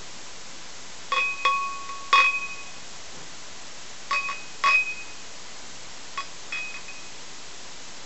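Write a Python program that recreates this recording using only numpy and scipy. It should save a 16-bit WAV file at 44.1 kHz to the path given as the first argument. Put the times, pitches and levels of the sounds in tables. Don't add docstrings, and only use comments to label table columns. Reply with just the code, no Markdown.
import sys
import numpy as np
from scipy import signal
from scipy.fft import rfft, irfft, next_fast_len
from scipy.io import wavfile

SR = 44100
rng = np.random.default_rng(int(sys.argv[2]) if len(sys.argv) > 2 else 0)


def to_wav(s):
    ch = np.atleast_2d(s).T
    pcm = np.round(np.clip(ch, -1, 1) * 32767)
    wavfile.write(sys.argv[1], SR, pcm.astype(np.int16))


N = 355093
TIME = np.arange(N) / SR

# frequency in Hz, relative density in dB per Hz.
HISS_SPECTRUM = [(15, -21), (25, -3), (33, -8.5), (64, -9), (151, -8.5), (179, -8), (207, -8), (284, -7.5),
                 (749, -7.5), (979, -8), (1670, -9.5), (7000, -9), (7720, -10.5), (8300, -41.5),
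                 (10800, -62.5), (18300, -120)]
# frequency in Hz, relative density in dB per Hz.
SIDE_SPECTRUM = [(3000, -73.5), (4000, -26), (6000, -9.5), (7400, -62.0), (8300, 11.0)]
# frequency in Hz, rms level in dB.
WHINE_TONES = [(177.6, -67), (1001, -63), (2003, -64.5), (3499, -76.5), (5502, -82.5), (6498, -62.5)]
# centre in seconds, standard deviation of the swell in seconds, level in dB.
HANDLING_BUMP = (3.2, 0.044, -45.5)
# frequency in Hz, relative density in dB per Hz.
BUMP_SPECTRUM = [(60, -17), (150, 4), (600, -7), (1500, -9), (5000, -33)]
# time in seconds, air column in Hz, its level in dB relative to the knock,
# upper resonance in Hz, its level in dB relative to the knock.
FILLING = [(1.4, 522.5, -11.5, 3580, -15.5), (2.2, 525, -18.5, 3650, -16.5), (4.15, 586, -23, 3735, -20.5),
           (4.72, 619, -22.5, 3860, -22), (6.6, 630, -26.5, 4040, -33)]
# frequency in Hz, relative density in dB per Hz.
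SHIMMER_SPECTRUM = [(300, -13.5), (1000, 2.5), (1600, 8), (2300, -13), (3000, -14.5), (3600, 6),
                    (5400, -0.5), (6200, 2), (8000, -21)]
# frequency in Hz, relative density in dB per Hz.
KNOCK_SPECTRUM = [(100, -38), (400, -36.5), (750, -12), (1050, -7), (1350, 0.5), (1650, -6), (1900, 6.5),
                  (2200, 1), (2700, -13), (4000, -12), (5500, -23), (8000, -27)]
# frequency in Hz, relative level in dB, 60 dB decay time in seconds.
LESSER_MODES = [(1211, -20, .12), (1420, -23, .025), (1860, -24, .1), (1957, -23, .12), (2052, -26, .12),
                (2168, -27, .12), (2617, -29, .1), (2848, -31, .12), (2880, -31, .18), (4545, -28, .1),
                (4683, -25, .22), (4996, -25, .18), (5330, -25, .08), (5388, -24, .12), (6835, -36, .15),
                (7470, -34, .12)]
# frequency in Hz, relative level in dB,
# 60 dB decay time in seconds before extra damping, level of the weaker twin in dB relative to the stronger,
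# splitting as a share of the beat rate.
RING_PAIRS = [(1109.3, -1.5, 1.15, -19.5, .5), (2520.7, 1, 0.95, -3.5, 1.0), (3349, 1, .22, -31.5, 0.6)]
# beat rate in Hz, wait before the beat in seconds, extra damping in dB per second.
RIM_LANDINGS = [(1.12, 2, 0.021, .011, -19.5, -17, -30.5, -31, -30.5, -30, 10, .02, -5),
                (1.1634, 5, 0.0061, 0.012, -22, -18, -32.5, -32, -21, -29, 8, 0.094, -8),
                (1.451, 1, 0, 0, -14.5, -14.5, -15.5, -20.5, -22.5, -24.5, 10.2, 0, 1.5),
                (1.891, 1, 0, 0, -32, -29, -28, -40.5, -41.5, -53, 11.6, 0, 4.5),
                (2.1288, 2, 0.028, .011, -10, -10, -14, -21.5, -19, -22, 12, 0.054, -3),
                (2.1797, 4, .0106, 0.013, -14, -14.5, -28.5, -15, -18, -25.5, 12, 0.021, -1),
                (2.2426, 2, 0.021, .011, -24.5, -22.5, -29, -17.5, -17.5, -33, 12.37, 0.015, 0.5),
                (4.1097, 4, 0.021, 0.015, -18.5, -18.5, -30, -55, -21, -39.5, 10.7, 0.013, 4),
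                (4.2869, 4, 0.013, .0145, -25.5, -23, -50, -41.5, -34, -46, 9.1, 0.25, 33),
                (4.6382, 10, .0226, .012, -14.5, -15, -46.5, -32, -16.5, -30.5, 9.4, 0.037, 16),
                (6.1752, 3, 0.015, 0.015, -22.5, -23, -38.5, -34, -36, -35.5, 17, 0, 189),
                (6.5236, 7, 0.0097, 0.013, -25, -46, -64, -26.5, -29.5, -37, 19, 0.11, 9),
                (6.742, 3, 0.023, 0.0062, -29.5, -47, -52, -34.5, -39.5, -47, 11, 0, 120),
                (6.882, 1, 0, 0, -37, -56, -57, -36, -36.5, -61, 11.6, 0.0084, 13)]


def from_db(db):
    return 10 ** (np.asarray(db) / 20)


def rms_one(x):
    return x / np.sqrt(np.mean(x ** 2) + 1e-20)


def read(table, seconds):
    times, *columns = np.transpose(table)
    return [np.interp(seconds, times, column) for column in columns]


def gain_curve(spectrum, size):
    hz, db = np.transpose(spectrum)
    grid_hz = np.fft.rfftfreq(size, 1 / SR) + 1
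    return from_db(np.interp(np.log(grid_hz), np.log(hz), db))


def noise(spectrum):
    size = next_fast_len(N, True)
    white = rfft(rng.standard_normal(size))
    return rms_one(irfft(white * gain_curve(spectrum, size), size)[:N])


def snap(spectrum, size=2048):
    cepstrum = irfft(np.log(gain_curve(spectrum, size)))
    cepstrum[1:size // 2] *= 2
    cepstrum[size // 2 + 1:] = 0
    pulse = irfft(np.exp(rfft(cepstrum)))
    return pulse / np.abs(pulse).max()


def clicks(seconds, heights):
    return np.bincount(np.round(seconds * SR).astype(int), heights, N)


def ring(drive, hz, t60):
    radius = from_db(-60 / (t60 * SR))
    angle = 2 * np.pi * hz / SR
    feedback = [1, -2 * radius * np.cos(angle), radius * radius]
    return signal.lfilter([0, np.sin(angle)], feedback, drive + 1e-18)


def electronics(hiss_db=-42.5, side_db=-15):
    whine = np.zeros(N)
    for hz, db in WHINE_TONES:
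        whine += np.sqrt(2) * from_db(db) * np.sin(2 * np.pi * (hz * TIME + rng.random()))
    common = noise(HISS_SPECTRUM)
    side = from_db(side_db) * noise(SIDE_SPECTRUM)
    return whine + from_db(hiss_db) * (common + side * [[1], [-1]])


def bump():
    centre, width, db = HANDLING_BUMP
    swell = np.exp(-0.5 * ((TIME - centre) / width) ** 2)
    return from_db(db) * swell * noise(BUMP_SPECTRUM)


def room(x, t60=0.33, first_echo_s=0.0013):
    age = TIME[:SR // 2]
    tail = rng.standard_normal(len(age)) * from_db(-60 * age / t60) * (age > first_echo_s)
    return signal.oaconvolve(x, tail / np.linalg.norm(tail))[:N]


def chatter():
    knock_loss_db, high_loss_db = 1.3, 2
    settle_db = 3
    low_hold, middle_rise = 2.16, 4.4
    uneven_db, uneven_s, ring_spread_db = 2.5, 0.0003, 2
    # time in seconds, knock, low, middle and high ring in relative dB, beat rate in Hz,
    # wait in seconds, extra damping in dB per second.
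    rows = []
    for (start, count, first_s, later_s, knock, low_first, low_last,
         middle_first, middle_last, high, *ring_on) in RIM_LANDINGS:
        last = count - 1
        for k in range(count):
            progress = k / max(last, 1)
            late, hard, *ring_chance = rng.standard_normal(5) * (0 < k < last)
            bounce_s = first_s + (k - 1) * later_s if k > 0 else 0
            s = start + bounce_s + uneven_s * late
            knock_db = knock - knock_loss_db * k - settle_db * progress ** 2 + uneven_db * hard
            low_db = low_first + (low_last - low_first) * progress ** low_hold
            middle_db = middle_last + (middle_first - middle_last) * (1 - progress) ** middle_rise
            high_db = high - high_loss_db * k
            rings_db = np.array([low_db, middle_db, high_db]) + ring_spread_db * np.array(ring_chance)
            after = ring_on if k == last else (0, 0, 0)
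            rows.append((s, knock_db, *rings_db, *after))
    return np.array(sorted(rows))


def air_note(touches, air_t60=0.19, upper_t60=0.12):
    out = np.zeros(N)
    age = TIME[:SR // 3]
    for s, level_db, *_ in touches:
        air_hz, air_db, upper_hz, upper_db = read(FILLING, s)
        start = round(s * SR)
        for hz, db, t60 in (air_hz, air_db, air_t60), (upper_hz, upper_db, upper_t60):
            envelope = from_db(level_db + db - 60 * age / t60)
            out[start:start + len(age)] += envelope * np.sin(2 * np.pi * hz * age)
    return out


def shimmer(touches, shimmer_db=-20.5, t60=0.2):
    s, level_db = touches.T[:2]
    energy_keep = from_db(-60 / (t60 * SR)) ** 2
    struck = clicks(s, from_db(level_db) ** 2) + 1e-18
    energy = signal.lfilter([1], [1, -energy_keep], struck)
    return from_db(shimmer_db) * np.sqrt(energy) * noise(SHIMMER_SPECTRUM)


def knocks(touches, knock_db=1.5, modes_db=0.84, scatter_db=4.0):
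    s, level_db = touches.T[:2]
    out = signal.oaconvolve(clicks(s, from_db(level_db + knock_db)), snap(KNOCK_SPECTRUM))[:N]
    chance = rng.standard_normal((len(s), len(LESSER_MODES))).T
    for (hz, db, t60), luck in zip(LESSER_MODES, chance):
        heights = from_db(level_db + db + modes_db + scatter_db * luck)
        out += ring(clicks(s, heights), hz, t60)
    return out


def glass_rings(touches, jolt_rad=0.89, contact_s=0.00091):
    s, _, *levels = touches.T[:-3]
    last = np.maximum(np.searchsorted(s, TIME, side="right") - 1, 0)
    age = np.maximum(TIME - s[last], 0)
    beat_hz, wait, damping = touches.T[-3:, last]
    beats = beat_hz * np.maximum(age - wait, 0)
    phases = np.cumsum(rng.normal(0, jolt_rad, (len(s), len(RING_PAIRS))), axis=0).T
    keep = np.exp(-1 / (contact_s * SR))
    out = np.zeros(N)
    for (hz, db, t60, twin_db, split), level_db, phase in zip(RING_PAIRS, levels, phases):
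        twin = from_db(twin_db)
        pair = (1 + twin * np.exp(-2j * np.pi * split * beats)) / (1 + twin)
        height = from_db(db + level_db[last] - (60 / t60 + damping) * age) * (TIME >= s[0])
        target = height * pair * np.exp(1j * phase[last])
        swing = signal.lfilter([1 - keep], [1, -keep], target)
        out += np.real(swing * np.exp(2j * np.pi * hz * TIME))
    return out


def scene(highpass_hz=300, room_db=-7.5):
    touches = chatter()
    taps = knocks(touches) + air_note(touches)
    clinks = glass_rings(touches) + shimmer(touches) + taps + from_db(room_db) * room(taps)
    highpass = signal.butter(2, highpass_hz, "high", fs=SR, output="sos")
    return signal.sosfilt(highpass, clinks) + bump() + electronics()


def record(dry, cutoff_hz=8300, offset=-0.0147):
    lowpass = signal.ellip(12, 0.1, 70, cutoff_hz, fs=SR, output="sos")
    return signal.sosfilt(lowpass, dry) + offset


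dry = scene()
out = record(dry)
to_wav(out)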